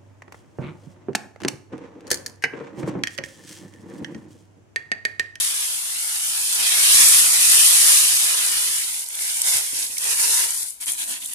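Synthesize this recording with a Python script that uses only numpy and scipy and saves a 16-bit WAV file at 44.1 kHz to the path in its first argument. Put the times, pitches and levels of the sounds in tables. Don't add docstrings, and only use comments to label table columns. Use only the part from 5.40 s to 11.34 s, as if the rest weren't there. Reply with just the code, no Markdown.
import sys
import numpy as np
from scipy import signal
from scipy.fft import rfft, irfft, next_fast_len
from scipy.io import wavfile
from scipy.ndimage import uniform_filter1d

SR = 44100
rng = np.random.default_rng(int(sys.argv[2]) if len(sys.argv) > 2 else 0)


def put_to_file(sound):
    columns = np.atleast_2d(sound).T
    safe = np.clip(columns, -1, 1)
    whole_steps = np.round(safe * 32767)
    wavfile.write(sys.argv[1], SR, whole_steps.astype(np.int16))


N = 262161


def undb(db):
    return 10 ** (np.asarray(db) / 20)


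def unit(x):
    return x / np.sqrt(np.mean(x ** 2))


def over_time(rows):
    s, *columns = np.transpose(rows)
    return [np.interp(np.arange(N) / SR, s, c) for c in columns]


def over_hz(points):
    hz, value = np.transpose(points)
    bin_hz = np.fft.rfftfreq(next_fast_len(N), 1 / SR)
    return np.interp(np.log(bin_hz + 1), np.log(hz), value)


def shape(x, gain):
    size = next_fast_len(N)
    return irfft(rfft(x, size) * gain, size)[:, :N]


def ring(x, response):
    return signal.fftconvolve(x, np.atleast_2d(response), axes=-1)[:, :N]


def fade(t, t60):
    return np.exp(-np.log(1000) * t / t60)


def walk(rate):
    hold = max(int(SR / rate), 2)
    steps = np.repeat(rng.standard_normal(N // hold + 1), hold)
    slewed = uniform_filter1d(uniform_filter1d(steps, hold), hold)
    return unit(slewed[:N])


def impacts(rate, spread_db):
    hit = rng.random((2, N)) < rate / SR
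    size = undb(spread_db * np.minimum(rng.exponential(size=(2, N)), 5))
    polarity = rng.choice([-1, 1], (2, N))
    return unit(hit * size * polarity / np.sqrt(rate))


def ports(pair, colour):
    # frequency in Hz, correlation from -1 to 1.
    port_likeness = [(60, -1.1), (300, -0.88), (620, -0.85), (1360, -.5), (3000, -0.3), (6500, 0.09),
                     (14000, 0)]
    likeness = np.clip(over_hz(port_likeness), -.98, .98)
    mid, side = shape(pair, undb(over_hz(colour)) * np.sqrt([1 + likeness, 1 - likeness]))
    return unit(np.array([mid + side, mid - side]))


def wander(x, depth_db, rate, count=36):
    place = over_hz([(120, 0), (700, .25 * (count - 1)), (7000, count - 1)])
    out = 0
    for k in range(count):
        band = shape(x, np.maximum(1 - abs(place - k), 0))
        out = out + band * undb(depth_db * np.minimum(walk(rate), .5))
    return unit(out)


def kitchen():
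    # frequency in Hz, level in dB.
    kitchen_colour = [(25, -17), (60, 5.5), (95, -3.5), (160, -3), (250, -8), (500, -12), (1000, -15),
                      (3000, -22), (10000, -4.5)]
    noise = shape(rng.standard_normal((2, N)), undb(over_hz(kitchen_colour)))
    return unit(noise) * undb(-52.0 + 0.28 * walk(6.5))


def room(x, t60, wet_db):
    t = np.arange(SR // 2) / SR
    tail = rng.standard_normal((2, len(t))) * fade(t, t60) * (t > .002)
    return x + undb(wet_db) * ring(x, tail / np.linalg.norm(tail[0]))


def bowl(x, lag_ms, sway, echo_db):
    now = np.arange(N)
    lags = [lag_ms * SR / 1000 * (1 + sway * walk(4)) for _ in x]
    echo = np.array([np.interp(now - lag, now, channel) for lag, channel in zip(lags, x)])
    return x + undb(echo_db) * echo


def bumps():
    # start in seconds,
    # level in dB ahead of the port gains, pitch in Hz, t60 in seconds, share of rustle from 0 to 1.
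    soft_bumps = [(0.069, -45, 75, 0.099, 0.1), (0.756, -50, 110, 0.1, 0.7), (1.42, -43, 130, 0.28, 0.7),
                  (1.499, -40, 119, 0.3, 0.3), (1.6, -43, 135, 0.25, 0.5), (2.3, -41, 70, 0.11, 0.2),
                  (4.154, -34, 102, 0.09, 0.15), (4.326, -42.5, 117.5, 0.19, 1), (4.38, -50, 89, 0.25, 0.5),
                  (4.437, -49, 130, 0.24, 0.7), (4.496, -47, 70, 0.25, 0.6), (5.706, -41, 287, 0.071, 0.6)]
    out, now = 0, np.arange(N) / SR
    low_band = signal.butter(2, [50, 380], "bandpass", fs=SR, output="sos")
    rustle = unit(signal.sosfilt(low_band, rng.standard_normal(N)))
    for s, db, hz, t60, share in soft_bumps:
        t = np.maximum(now - s, 0)
        envelope = (1 - fade(t, 0.0061)) * fade(t, t60)
        thud = (1 - share) * np.sin(2 * np.pi * hz * t) + share * rustle
        out = out + undb(db) * envelope * thud
    return out * np.array([[-.3], [1.4]])


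def buckles():
    # middle in seconds, length in seconds, level in dB, pitch in Hz.
    panels = [(3.416, 0.047, -34, 2150), (3.441, .012, -30, 4400), (3.483, .01, -43, 3600),
              (3.544, 0.0082, -34.5, 2090), (3.634, .008, -41, 1980), (3.662, .005, -35, 5200),
              (3.707, .008, -39, 2220), (3.749, .008, -35, 3380), (3.792, 0.0065, -31, 1950),
              (3.845, 0.079, -39, 2060), (3.898, 0.016, -31, 5040), (4.02, 0.0056, -25, 5640),
              (4.04, 0.011, -30, 4540), (4.083, .012, -35, 2400), (4.165, 0.037, -29.5, 2150),
              (4.25, .008, -38, 5800), (4.35, 0.0088, -31, 5400), (4.367, .013, -31, 5400),
              (4.385, .015, -33, 5170), (4.408, 0.094, -40, 2350), (4.428, .01, -25.5, 5680),
              (4.466, .007, -31, 4550), (4.512, 0.011, -38, 2630), (4.571, 0.0088, -32, 2260),
              (4.584, .005, -24, 5790), (5.482, 0.011, -31.5, 3150), (5.508, .012, -37, 3750),
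              (5.602, .008, -39, 3300), (5.614, .014, -35, 3200), (5.829, 0.024, -39, 3450),
              (5.857, 0.013, -37.5, 3550)]
    # frequency in Hz, level in dB.
    film_colour = [(900, -27), (1900, -2), (3400, 6.5), (4500, 4), (7000, -3), (12000, -23)]
    panel_q, ring_s, dry_share = 8, .006, .15
    out, now = np.zeros((2, N)), np.arange(N) / SR
    crackle = ports(impacts(2200, spread_db=2.5), film_colour)
    for s, length, db, hz in panels:
        span = slice(int((s - length) * SR), int((s + length + ring_s) * SR))
        swell = np.exp(-(2 * (now[span] - s) / length) ** 2)
        burst = crackle[:, span] * swell
        resonance = signal.lfilter(*signal.iirpeak(hz, panel_q, fs=SR), burst)
        panel = unit(resonance + dry_share * burst)
        out[:, span] += undb(db) * panel * np.sqrt(np.mean(swell ** 2))
    return out


def bag(flow_db, slack):
    # start in seconds, energy in dB ahead of the crease colour.
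    crease_snaps = [(1.15, -1), (1.6874, 10), (3.064, 1), (3.223, -2), (3.5945, -3), (3.6878, -5.5),
                    (3.7533, -6), (3.969, -2), (4.018, 7.5), (4.582, 1.5), (4.644, -2), (5.107, -1),
                    (5.1755, -1), (5.231, -5), (5.3057, -8), (5.4596, -6), (5.52, -.5), (5.5352, -4),
                    (5.8464, -8), (5.8602, -3.5), (5.9345, -4.5)]
    # frequency in Hz, level in dB.
    crease_colour = [(1000, -51), (4300, -28), (5600, -8), (7500, 9.5), (9700, 8.5), (11500, 5),
                     (14300, -4.5)]
    crinkle = ports(impacts(450, spread_db=3.0), crease_colour)
    crinkle_db = flow_db - 13.5 + 3.3 * np.minimum(walk(45), 1)
    crinkle = crinkle * (0.35 + 0.6 * slack) * undb(crinkle_db)
    snaps = np.zeros((2, N))
    t = np.arange(SR // 30) / SR
    envelope = fade(t, .005) + undb(-15) * fade(t, .03)
    envelope = envelope / np.linalg.norm(envelope)
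    for s, db in crease_snaps:
        snap = rng.standard_normal((2, len(t))) * envelope
        start = int(s * SR)
        snaps[:, start:start + len(t)] += undb(db) * snap[:, :N - start]
    return crinkle + shape(snaps, undb(over_hz(crease_colour)))


def wok(landing):
    # frequency in Hz, level in dB, t60 in seconds.
    wok_modes = [(440, -13, 0.24), (1339, -3, 0.4), (2210, -13, 0.1), (2965, -2, .12), (3410, 2, 0.25),
                 (3564, 7, 0.14), (3892, 4, 0.28), (4775, -4, .1)]
    t = np.arange(SR // 2) / SR
    response = sum(undb(db) * np.sin(2 * np.pi * hz * t) * fade(t, t60) for hz, db, t60 in wok_modes)
    return ring(landing, response / np.linalg.norm(response))


def stream():
    # time in seconds, flow in dB.
    pour_curve = [(0, -20.5), (.17, -24), (.48, -27), (.77, -24.5), (1.08, -22.5), (1.36, -18),
                  (1.58, -11.5), (1.74, -11.5), (1.9, -16), (2.15, -12.5), (2.61, -13.5), (2.7, -16),
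                  (3.0, -20), (3.35, -22.5), (3.48, -26.5), (3.61, -29), (3.67, -35.5), (3.75, -31)]
    # start, rise and hold in seconds, flow in dB,
    # weight in dB (how much harder than the plain stream the spurt lands).
    shaken_spurts = [(1.075, 0.15, 0.34, -30.5, 15), (2.774, 0.037, 0.52, -36, 15),
                     (3.715, 0.1, 0.16, -25.5, 0.5), (4.018, 0.055, 0.097, -20, 2),
                     (4.202, 0.051, 0.076, -29.5, 0), (4.316, 0.048, 0.077, -25.5, -1.5),
                     (4.502, 0.011, 0.21, -31.5, -2), (4.569, 0.1, 0.06, -22.5, 4.5),
                     (4.747, 0.054, 0.18, -19.5, 3), (4.974, 0.035, 0.024, -21.5, 3),
                     (5.066, 0.022, 0.14, -27.5, -1), (5.255, 0.011, 0.027, -33, -11),
                     (5.399, 0.012, 0.022, -29, -2.5), (5.45, 0.029, 0.025, -23.5, 0),
                     (5.564, 0.03, 0.034, -26, 1), (5.655, 0.039, 0.023, -26, 4),
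                     (5.79, 0.032, 0.13, -33, -1.5)]
    base_t60_s, t60_per_rise = 0.17, 5.8
    trickle_db = -50
    now = np.arange(N) / SR
    pour_db, = over_time(pour_curve)
    pour = undb(pour_db) * fade(np.maximum(now - pour_curve[-1][0], 0), base_t60_s)
    flow = load = pour ** 2 + undb(trickle_db) ** 2
    for start, rise, hold, db, weight_db in shaken_spurts:
        t = now - start
        decay = fade(np.maximum(t - rise - hold, 0), base_t60_s + t60_per_rise * rise)
        spurt = np.clip(t / rise, 0, 1) * decay
        flow = flow + (spurt * undb(db)) ** 2
        load = load + (spurt * undb(db + weight_db)) ** 2
    return 10 * np.log10(flow), 10 * np.log10(load)


def sugar(flow_db, load_db, lift):
    # frequency in Hz, level in dB.
    slide_colour = [(1500, -62), (3500, -12.5), (5000, -6), (6500, -5.5), (8000, -1.5), (9300, 1.9),
                    (10200, 1.4), (11200, -4.5), (12500, -6.5), (14300, -15.5)]
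    patter_colour = [(500, -26), (900, -8.5), (1500, -5), (2000, -1.5), (2500, 0.5), (2950, 3.5), (4000, 1),
                     (5200, -2), (7000, -2), (12000, -52)]
    heap_colour = [(100, -28), (250, -6.5), (400, -3.5), (540, -8.5), (700, -4), (950, 2.5), (1150, -2),
                   (1500, -1), (2200, -9), (4000, -51)]
    thud_colour = [(25, -34), (60, -7), (110, -4), (160, 2.5), (210, -1.5), (300, 4), (450, -17),
                   (1000, -48)]
    # time in seconds, left minus right in dB.
    mouth_place = [(.4, 1.5), (1.2, 0.2), (3.6, 0), (4.2, -1), (4.8, -0.5), (5.3, 4), (5.9, -0.5)]
    usual_flow_db = -20
    last_grain_share = .15
    clump_db, last_clump_db, clump_rate = .9, 2.6, 55

    excess_db, weight_db = flow_db - usual_flow_db, load_db - flow_db
    grain_rate = np.clip(16000 * undb(.6 * excess_db), 3000, 30000)
    clumps = undb(0.077 * walk(35) + 0.5 * walk(220))
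    patter_db = -28.5 + excess_db + 0.84 * weight_db
    heap_db = -42 + 0.82 * excess_db + weight_db
    thud_db = -52 + 0.93 * excess_db + weight_db

    pan_db, = over_time(mouth_place)
    slide_db = flow_db - 0.66 + .5 * walk(28.35) + np.array([pan_db, -pan_db]) / 2
    slide = ports(impacts(grain_rate, spread_db=2.5), slide_colour) * undb(slide_db)

    landing = impacts(grain_rate * last_grain_share ** lift, spread_db=2.5)
    flutter_db = (clump_db + (last_clump_db - clump_db) * lift) * np.minimum(walk(clump_rate), 1)
    patter = wander(ports(landing, patter_colour), depth_db=5.0, rate=22) * undb(patter_db + flutter_db)

    heap = ports(impacts(.5 * grain_rate, spread_db=2.5), heap_colour)
    heap = wander(heap, depth_db=5.0, rate=20, count=20)
    heap = heap * undb(heap_db + 2.2 * np.minimum(walk(16), .7))

    lumps = ports(impacts(260, spread_db=1.0), thud_colour)
    lumps = wander(lumps, depth_db=8.0, rate=20, count=16)
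    thuds = lumps * undb(thud_db + 3.1 * np.minimum(walk(20), .5))
    return (slide + patter + heap) * clumps + thuds + wok(landing * undb(patter_db - 18.5))


def inside_bag(pour, opened, lift):
    # frequency in Hz, gain in dB.
    flat_colour = [(120, 4), (300, -3.5), (430, 5), (660, 2), (800, 1.5), (950, -0.5), (1170, -7),
                   (1380, -1.5), (1570, -1), (2100, 4), (2700, -5), (3400, -0.5), (5000, 0), (7000, 1.5)]
    tube_colour = [(120, 1), (300, -2.5), (430, 4), (660, 6), (800, 2), (950, 5.5), (1170, -6), (1380, -2),
                   (1570, 1), (2100, 0), (2700, -2.5), (3400, -3.5), (5000, 0), (7000, 2)]
    lifted_colour = [(120, 1), (290, 9), (430, -0.5), (680, 5), (820, -5), (950, 0), (1380, -6), (1900, 1),
                     (2800, -3), (3300, -1.5), (4400, -2), (5100, -6), (7000, 1)]
    colours = (flat_colour, tube_colour, lifted_colour)
    flat, tube, lifted = (shape(pour, undb(over_hz(colour))) for colour in colours)
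    return (1 - lift) * ((1 - opened) * flat + opened * tube) + lift * lifted


def scene():
    flow_db, load_db = stream()
    slack, = over_time([(3.1, 0.21), (3.6, 0.96)])
    opened, = over_time([(4.3, 0.45), (4.65, 0.95)])
    lift, = over_time([(5.2, 0.01), (5.45, 0.97)])
    pour = sugar(flow_db, load_db, lift)
    pour = (1 - slack) * pour + slack * inside_bag(pour, opened, lift)
    echoed = bowl(pour, lag_ms=1.6, sway=.15, echo_db=-9)
    near = echoed + buckles() + bag(flow_db, slack) + bumps()
    return room(near, t60=.25, wet_db=-15) + kitchen()


def record(dry):
    # frequency in Hz, left minus right in dB.
    port_mismatch = [(100, -1), (650, 0.3), (1250, -2), (2300, -3.5), (4300, -1), (6500, -5.5), (9000, 2),
                     (14000, 2)]
    heard = shape(dry, undb(over_hz(port_mismatch) * np.array([[.5], [-.5]])))
    top_cut = signal.ellip(14, .1, 80, 14400, fs=SR, output="sos")
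    return signal.sosfilt(top_cut, np.clip(heard, -1, 1))


dry = scene()
out = record(dry)
put_to_file(out)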